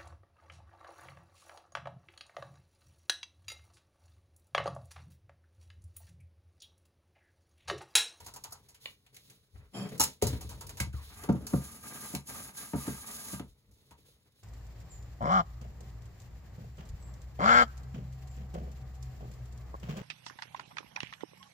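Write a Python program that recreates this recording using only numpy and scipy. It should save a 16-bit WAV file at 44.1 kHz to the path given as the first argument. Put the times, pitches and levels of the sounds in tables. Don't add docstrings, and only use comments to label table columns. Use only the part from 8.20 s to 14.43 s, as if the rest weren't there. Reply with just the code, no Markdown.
import sys
import numpy as np
from scipy import signal
from scipy.fft import rfft, irfft
from scipy.io import wavfile

SR = 44100
rng = np.random.default_rng(int(sys.argv[2]) if len(sys.argv) > 2 else 0)


def unload_audio(sound):
    columns = np.transpose(np.atleast_2d(sound))
    steps = np.round(np.clip(columns, -1, 1) * 32767)
    wavfile.write(sys.argv[1], SR, steps.astype(np.int16))


N = 274743
HZ = np.fft.rfftfreq(N, 1 / SR) + 1e-3

# start_s, board_db (before the ring and thud offsets), sway_db, favoured_hz
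BENCH_BLOWS = [(1.798, -30, -40.5, 284), (2.024, -15, -26.5, 440), (2.059, -31, -29, 385),
               (2.129, -29.5, -34, 266), (2.244, -40.5, -41, 180), (2.603, -29, -30.5, 158),
               (2.668, -41, -33.5, 189), (2.737, -42.5, -33, 192), (3.04, -38.5, -66, 377),
               (3.081, -34, -60, 350), (3.091, -9.5, -33.5, 202), (3.114, -57, -49, 180),
               (3.144, -25, -39, 206), (3.168, -53, -47, 210), (3.329, -36, -60, 352),
               (3.336, -12.5, -31.5, 215), (3.938, -26, -49, 200), (3.952, -32.5, -51, 180),
               (4.535, -21, -37, 213), (4.549, -23, -64, 254), (4.677, -22, -41, 230),
               (4.699, -38, -57, 216), (5.131, -28, -45, 187), (5.2, -28, -48, 227),
               (5.712, -52.5, -58, 201), (5.885, -58.5, -79.5, 488)]
# pitch_hz, level_db (relative), t60_s
BOARD_MODES = [(138, 1, 0.18), (154.8, 2.5, 0.13), (192.2, -2.5, 0.14), (225.6, 1.5, 0.14),
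               (275.8, -1, 0.05), (360.2, 3, 0.055), (410, -3, 0.05), (460.4, -5.5, 0.084),
               (535, -3.5, 0.071), (601, -3.5, 0.048), (714, -2.5, 0.064), (930, -6, 0.058),
               (1205, -7, 0.054), (1400, -6, 0.031)]
# pitch_hz, level_db (relative), t60_s
SWAY_MODES = [(70.8, 3.5, .3), (116.7, -1, .12)]
# start_s, level_db
HOOK_RATTLES = [(1.799, -26), (1.806, -32), (1.813, -33.5), (1.84, -46), (2.071, -49.5)]
# pitch_hz, level_db (relative), t60_s
HOOK_MODES = [(902, -2, .09), (1270, -12, 0.07), (2826, -5, 0.029), (5700, 1.5, 0.056), (6740, -2.5, 0.053),
              (7240, -0.5, .07), (10200, 4, 0.1)]
# pitch_hz, level_db (relative), t60_s
CAP_MODES = [(547, -4, 0.02), (1060, -7.5, 0.019), (1950, 0.5, 0.021), (2310, 5, 0.022), (2900, 5.5, 0.027),
             (3560, 2, 0.021), (4250, -1, .02)]
# pitch_hz, level_db (relative), t60_s
SQUARE_MODES = [(1246, -11, 0.054), (1600, 6.5, 0.027), (2010, -8, 0.084), (2190, 1.5, 0.062),
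                (3750, -15, .07), (6300, -7.5, .05), (7150, -14, 0.031)]
# start_s, treble_db, middle_db (1.5-4.5 kHz), hollow_db,
# t60_s (of the treble; the lower bands last a little longer)
CONTACT_TICKS = [(.0024, -47.5, -55, -48.5, 0.061), (0.0446, -51, -63, -63, 0.1),
                 (.0628, -41.5, -54.5, -49, 0.1), (0.0816, -65, -55, -47.5, 0.046),
                 (0.138, -43, -65, -51.5, 0.076), (0.161, -41, -54, -46.5, 0.061),
                 (0.2378, -36, -54, -52.5, 0.06), (0.2437, -62, -56, -47.5, 0.1),
                 (.3057, -52.5, -81, -56, .098), (.3221, -37.5, -71, -48, .063),
                 (.348, -81, -68, -63, 0.14), (0.4854, -52, -64.5, -65, 0.13),
                 (0.5444, -52.5, -57, -65, 0.085), (0.656, -49.5, -39, -48, 0.033),
                 (.863, -59, -57.5, -65, .061), (0.9437, -49.5, -60, -83, 0.076),
                 (.9652, -45.5, -50, -62, 0.05), (1.098, -49, -57, -69, 0.065),
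                 (1.535, -60.5, -56, -59.5, .08), (1.6881, -49, -55, -82, .1),
                 (1.778, -41.5, -60, -71, 0.049), (1.7965, -24, -48, -36, .09),
                 (1.8035, -25.5, -38, -28, 0.048), (1.8125, -25, -37, -60, 0.066),
                 (1.8264, -28, -53, -60, 0.061), (1.8365, -26, -38.5, -64.5, 0.079),
                 (2.0154, -46, -46.5, -41.5, 0.13), (2.022, -29.5, -42.5, -53, 0.12),
                 (2.0682, -31.5, -49, -64, 0.099), (2.129, -48.5, -45.5, -45, 0.053),
                 (2.208, -42.5, -53, -52, 0.13), (2.2907, -44.5, -55.5, -53.5, 0.16),
                 (2.3124, -64, -75, -53, 0.13), (2.408, -40, -53.5, -43.5, 0.086),
                 (2.4663, -42.5, -58, -81, 0.07), (2.4921, -40.5, -50, -45.5, 0.075),
                 (2.5703, -44.5, -53.5, -53, 0.19), (2.6006, -29.5, -37, -41, .098),
                 (2.728, -53.5, -57.5, -61, 0.083), (3.0356, -42, -49, -40, 0.052),
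                 (3.0884, -56, -72, -32.5, 0.06), (3.1234, -46.5, -74, -55, 0.044),
                 (3.267, -33.5, -50, -45.5, 0.064), (3.3337, -69, -59, -34, 0.027),
                 (3.9494, -29.5, -35.5, -36.5, 0.039), (4.07, -45.5, -60, -72, 0.13),
                 (4.5335, -62, -74, -33, 0.046), (4.6783, -44, -62, -36, 0.051),
                 (5.1954, -46.5, -43.5, -37, 0.03), (5.51, -62, -84.5, -80.5, .09),
                 (5.535, -65, -78, -84.5, 0.073), (5.582, -72, -74, -83, 0.069),
                 (5.7077, -56, -59.5, -51.5, .094), (5.778, -64.5, -65, -83, .08)]
# (per Hz, relative)
CRACK_COLOUR = [(4000, -11.5), (4600, -9.5), (5500, -9), (6300, -9), (7200, -5.5), (8500, -5.5),
                (10300, -11), (12500, -10.5), (16000, -17)]
# pitch_hz, width_hz, level_db (relative)
HOLLOW_SHELLS = [(516, 120, -5), (760, 140, 3.5), (922.5, 72, 4), (1200, 130, -9), (1230, 170, -14)]
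# start_s, length_s, swell_db (over the stroke),
# hiss_db, body_db, rumble_db, sway_db (layer gains before each layer's own changes)
RUB_STROKES = [(-.05, 0.55, -15, -62, -72, -61, -56), (0.589, 0.11, 0, -60, -76, -74, -73),
               (0.905, 0.24, -0.5, -65.5, -79.5, -70, -82), (1.317, 0.13, -9, -72, -68.5, -64, -46.5),
               (1.539, 0.13, -6, -56, -55, -43, -76), (1.697, 0.059, -4, -55.5, -55, -39.5, -62),
               (1.822, 0.066, -3.5, -48.5, -71, -49, -60), (2.025, 0.13, -5, -47.5, -52.5, -39, -33.5),
               (2.203, 0.37, -3.5, -60, -70.5, -54.5, -48), (2.72, .33, 9.5, -61.5, -68, -69, -59),
               (3.094, 0.15, 1.5, -65, -85, -50, -47.5), (3.236, .33, -2, -49.5, -61, -57.5, -57.5),
               (3.579, .19, -2.5, -46.5, -57, -55.5, -57.5), (3.747, 0.19, 1, -46, -59.5, -57.5, -63),
               (4.038, 0.24, -4, -43.5, -55.5, -53, -59), (4.316, 0.2, -10.5, -40.5, -53.5, -54, -63),
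               (4.523, 0.29, -2.5, -45, -55.5, -56, -54), (4.804, 0.34, 3.5, -47.5, -61.5, -61, -67),
               (5.233, 0.047, 1, -68, -82, -64.5, -54), (5.454, 0.066, 2, -87, -88, -71, -64),
               (5.526, 0.17, -0.5, -73, -84, -73, -70.5), (5.762, 0.027, -1, -65, -86, -64.5, -64),
               (5.836, .1, -3, -64.5, -80, -72.5, -70), (6.128, .1, 1, -72, -91, -79, -77)]
# hiss_db, body_db, rumble_db, sway_db (same layer gains)
STILL_LEVELS = (-77.5, -84.5, -76.5, -72.5)
# (per Hz, relative)
SLIDE_HISS_COLOUR = [(2500, -12), (4000, -5.5), (5500, -5.5), (7000, -0.5), (8500, -0.5), (10000, 2),
                     (11500, -1), (13500, -6), (16000, -8.5)]
# (per Hz, relative)
RUSTLE_COLOUR = [(1800, -11.5), (2800, -5.5), (3900, 2), (5000, -3), (7000, -5), (8500, -0.5),
                 (11000, -5.5), (13500, -4.5), (16000, -6)]
# (per Hz, relative)
BODY_COLOUR = [(400, -3), (550, -2), (750, 1), (1000, 1.5), (1500, -1), (2200, 1.5), (3200, -9),
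               (4500, -17)]
# (per Hz, relative)
RUMBLE_COLOUR = [(100, -9), (140, 1.5), (200, -5.5), (300, -12), (450, -10), (650, -19.5)]
# (per Hz, relative)
DEEP_COLOUR = [(30, -12.5), (50, -1.5), (70, -3.5), (90, -2.5), (115, -8.5)]
# pitch_hz, width_hz, level_db (relative)
SQUARE_SONG = [(710, 50, -8), (904, 40, -9), (1210, 30, 1), (1600, 36, -3), (1940, 60, -12),
               (2200, 60, -12)]
# pitch_hz, width_hz, level_db (relative)
FOAM_THRUM = [(216, 14, -2), (178, 54, -1)]
# time_s, level_db
BLADE_LEVEL = [(1.51, -100), (1.548, -50.5), (1.57, -49), (1.654, -54), (1.706, -68.5), (1.78, -100)]
# pitch_hz, width_hz, level_db (relative)
BLADE_SONG = [(3190, 40, -1), (4720, 40, -3), (5340, 35, -3), (2500, 80, -6), (7250, 100, -4),
              (9900, 120, -6)]
# pitch_hz, width_hz, level_db (relative)
CASE_THRUM = [(196, 15, 2.5), (257, 24, -10), (320, 40, -13), (560, 35, -10.5), (686, 55, -11.5)]
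# time_s, pitch_hz (before its waver), level_db (before its waver)
SKIN_SQUEAK = [(2.725, 1550, -85), (2.735, 1450, -57), (2.77, 1150, -61), (2.8, 980, -61), (2.83, 950, -85)]
# pitch_hz, likeness (0-1, for layers unrelated in the two arrivals), left_lead_rad
STEREO_IMAGE = [(0, .97, 0), (350, .85, .1), (700, .62, .2), (1200, .7, .4), (2100, .55, 2.2),
                (2900, .4, 3.0), (4600, .4, 3.1), (5500, .5, 2.6), (6300, .85, 0), (6900, .9, -.4),
                (7900, .995, -2.9), (8900, .995, -3.2), (9700, .9, -4.7), (10400, .99, -6.1),
                (11600, .98, -6.4), (12300, .86, -8), (12700, .99, -9.2), (14100, .99, -9.7),
                (14800, .86, -11.2), (15300, .99, -12.5), (16500, .99, -12.6)]
# pitch_hz, level_db
LEFT_ABOVE_RIGHT = [(60, 1.4), (250, 1), (500, 2), (1000, 1), (4000, -1), (8000, -0.5)]

BOARD_RING_DB = -11
THUD_DB, THUD_T60_S = 2, 0.031
FOAM_CUT_HZ = 91
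CAP_S, CAP_DB = .6575, -38.5
CLACK_S, CLACK_DB = 2.6, -35.5
TICK_RISE_S, RISE_HALVES_DB = 0.0046, 20
TICK_SNAP, SNAP_S = 1.9, .0017
HOLLOW_LAG = 2
SQUARE_DOWN_S, SQUARE_STILL_S = 2.9, 5.3
SQUARE_SHARE_DB, SQUARE_THRUM_DB = 0, 7.5
STROKE_ATTACK_S, STROKE_RELEASE_T60_S = .03, 0.24
SLIDE_ATTACK_S = 0.062
CASE_THRUM_DB = 9
ROOM_T60_S, ROOM_DB, ROOM_CUT_HZ = 0.19, -10, 5000
BASS_CUT_HZ, TOP_STOP_HZ = 48, 16200


def knocks():
    s, board_db, sway_db, favoured_hz = np.transpose(BENCH_BLOWS)
    board = struck(BOARD_MODES, s, board_db + BOARD_RING_DB, favoured_hz, spread_db=3.0, narrow=3.66, swell=.0016)
    sway = struck(SWAY_MODES, s, sway_db, favoured_hz, spread_db=.7, narrow=0, swell=.004)
    hook_s, hook_db = np.transpose(HOOK_RATTLES)
    hook = struck(HOOK_MODES, hook_s, hook_db, 0 * hook_s + 3000, spread_db=2, narrow=0, swell=.00072)
    cap = struck(CAP_MODES, [CAP_S], [CAP_DB], [2000], spread_db=1, narrow=0, swell=.0002)
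    square = struck(SQUARE_MODES, [CLACK_S], [CLACK_DB], [2000], spread_db=1, narrow=0, swell=.0005)
    return board + thuds(s, board_db, favoured_hz) + sway + hook + cap + square


def struck(modes, times, levels_db, favoured_hz, spread_db, narrow, swell):
    out, t = np.zeros((2, N)), np.arange(SR // 2) / SR
    luck = rng.standard_normal((len(times), 2, len(modes)))
    hz, level_db, t60 = np.transpose(modes)[:, :, None]
    decay = from_db(level_db - 60 * t / t60)
    soft_start = 1 - np.exp(-t / swell)
    rings = np.sin(2 * np.pi * hz * t) * decay * soft_start
    rings[1::2] *= -1
    for s, blow_db, centre, draw in zip(times, levels_db, favoured_hz, luck):
        aim_db = -narrow * np.abs(np.log2(hz[:, 0] / centre))
        blow = from_db(blow_db + aim_db + spread_db * draw) @ rings
        start = round(s * SR)
        out[:, start:start + len(t)] += blow[:, :N - start]
    return out


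def thuds(times, levels_db, favoured_hz):
    out, t = np.zeros(N), np.arange(SR // 8) / SR
    for s, level_db, hz in zip(times, levels_db, favoured_hz):
        decay = from_db(level_db + THUD_DB - 60 * t / THUD_T60_S)
        push = np.sin(2 * np.pi * hz * t) * decay * (1 - np.exp(-t / .001))
        start = round(s * SR)
        out[start:start + len(t)] += push[:N - start]
    return signal.sosfilt(signal.butter(2, FOAM_CUT_HZ, "high", fs=SR, output="sos"), out)


def ticks():
    middle_colour = [(1500, -4.9), (2200, 1.5), (3000, 1.1), (4500, -2.5)]   # pitch_hz, density_db
    bands = [coloured(CRACK_COLOUR), coloured(middle_colour), singing(HOLLOW_SHELLS)]
    chatter = from_db(1.4 * drift(540))
    out, t = np.zeros((2, N)), np.arange(SR // 3) / SR
    for s, *levels_db, t60 in CONTACT_TICKS:
        start = round(s * SR)
        rise = TICK_RISE_S * .5 ** ((max(levels_db) + 50) / RISE_HALVES_DB)
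        for band, level_db, slower, lag in zip(bands, levels_db, (1, 1.1, 1.3), (1, 1, HOLLOW_LAG)):
            decay = from_db(-60 * t / (max(t60, .01) * slower))
            snap = TICK_SNAP * np.exp(-t / SNAP_S)
            shape = (decay + snap) * (1 - np.exp(-t / (rise * lag)))
            out[:, start:start + len(t)] += from_db(level_db) * shape[:N - start] * band[:, start:start + len(t)]
    return out * chatter


def rubbing():
    hiss_gain, body_gain, rumble_gain, sway_gain = stroke_levels()
    t = np.arange(N) / SR
    laid = np.clip(np.minimum(t - SQUARE_DOWN_S, SQUARE_STILL_S - t) / .1, 0, 1)
    grain = hiss_gain * from_db(1.8 * drift(22) + 0.45 * drift(400))
    hiss = grain * (laid * coloured(SLIDE_HISS_COLOUR) + (1 - laid) * coloured(RUSTLE_COLOUR))
    body = coloured(BODY_COLOUR) + laid * from_db(SQUARE_SHARE_DB) * singing(SQUARE_SONG)
    rumble = coloured(RUMBLE_COLOUR) + laid * from_db(SQUARE_THRUM_DB) * singing(FOAM_THRUM)
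    judder = drift(25)
    tool = body_gain * from_db(3.1 * judder) * body
    board = rumble_gain * from_db(-6.2 * laid + 2.1 * judder) * rumble
    return hiss + tool + board + sway_gain * coloured(DEEP_COLOUR)


def stroke_levels():
    t, power = np.arange(N) / SR, from_db(STILL_LEVELS)[:, None] ** 2
    for start, length, swell_db, *levels_db in RUB_STROKES:
        sliding = SQUARE_DOWN_S < start < SQUARE_STILL_S
        attack = SLIDE_ATTACK_S if sliding else STROKE_ATTACK_S
        onset = np.clip((t - start) / attack, 0, 1) ** 2
        along_db = swell_db * np.clip((t - start) / length, 0, 1)
        release_db = -60 * np.maximum(t - start - length, 0) / STROKE_RELEASE_T60_S
        power = power + (from_db(levels_db)[:, None] * onset * from_db(along_db + release_db)) ** 2
    return np.sqrt(power)


def blade():
    level_db, = in_time(BLADE_LEVEL)
    return from_db(level_db) * (singing(BLADE_SONG) + from_db(CASE_THRUM_DB) * singing(CASE_THRUM))


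def squeak():
    hz, level_db = in_time(SKIN_SQUEAK)
    heard = level_db > max(SKIN_SQUEAK[0][2], SKIN_SQUEAK[-1][2])
    gain = heard * from_db(level_db + 2.1 * drift(60))
    wavering_hz = hz * (1 + 0.033 * drift(115))
    return gain * np.sin(2 * np.pi * np.cumsum(wavering_hz) / SR)


def room(x):
    t = np.arange(SR // 2) / SR
    tail = rng.standard_normal((2, len(t))) * from_db(-60 * t / ROOM_T60_S) * (t > .004)
    tail = signal.sosfilt(signal.butter(1, [200, ROOM_CUT_HZ], "band", fs=SR, output="sos"), tail)
    return signal.fftconvolve(x, rms_one(tail) / np.sqrt(len(t)), axes=1)[:, :N]


def singing(resonances):
    white, out = rng.standard_normal((2, N)), 0
    for hz, width, level_db in resonances:
        r = np.exp(-np.pi * width / SR)
        tone = signal.lfilter([1, 0, -1], [1, -2 * r * np.cos(2 * np.pi * hz / SR), r * r], white)
        out = out + from_db(level_db + 1.8 * drift(18)) * rms_one(tone)
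    return rms_one(out)


def coloured(spectrum):
    hz, db = np.transpose(spectrum)
    octaves_beyond = np.maximum(np.log2(hz[0] / HZ), 0) + np.maximum(np.log2(HZ / hz[-1]), 0)
    gain = from_db(np.interp(np.log(HZ), np.log(hz), db) - 93 * octaves_beyond)
    return rms_one(irfft(rfft(rng.standard_normal((2, N))) * gain, N))


def drift(rate_hz):
    return rms_one(signal.sosfilt(signal.butter(2, rate_hz, fs=SR, output="sos"), rng.standard_normal(N)))


def in_time(rows):
    s, *columns = np.transpose(rows)
    return [np.interp(np.arange(N) / SR, s, c) for c in columns]


def rms_one(x):
    return x / np.sqrt(np.mean(x ** 2) + 1e-20)


def from_db(db):
    return 10 ** (np.asarray(db) / 20)


def scene():
    direct = ticks() + knocks() + rubbing() + blade() + squeak()
    return direct + from_db(ROOM_DB) * room(direct)


def record(dry):
    hz, likeness, lead_rad = np.transpose(STEREO_IMAGE)
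    alike = np.clip(np.interp(HZ, hz, likeness), 0, 1)
    lag = np.exp(-1j * np.interp(HZ, hz, lead_rad))
    first, second = rfft(dry)
    right = alike * first * lag + np.sqrt(1 - alike ** 2) * second * -1j
    tilt_hz, tilt_db = np.transpose(LEFT_ABOVE_RIGHT)
    tilt = from_db(np.interp(np.log(HZ), np.log(tilt_hz), tilt_db) / 2)
    stereo = irfft(np.array([first * tilt, right / tilt]), N)
    stereo = signal.sosfilt(signal.butter(3, BASS_CUT_HZ, "high", fs=SR, output="sos"), stereo)
    return signal.sosfilt(signal.cheby2(20, 55, TOP_STOP_HZ, fs=SR, output="sos"), stereo)


dry = scene()
out = record(dry)
unload_audio(out)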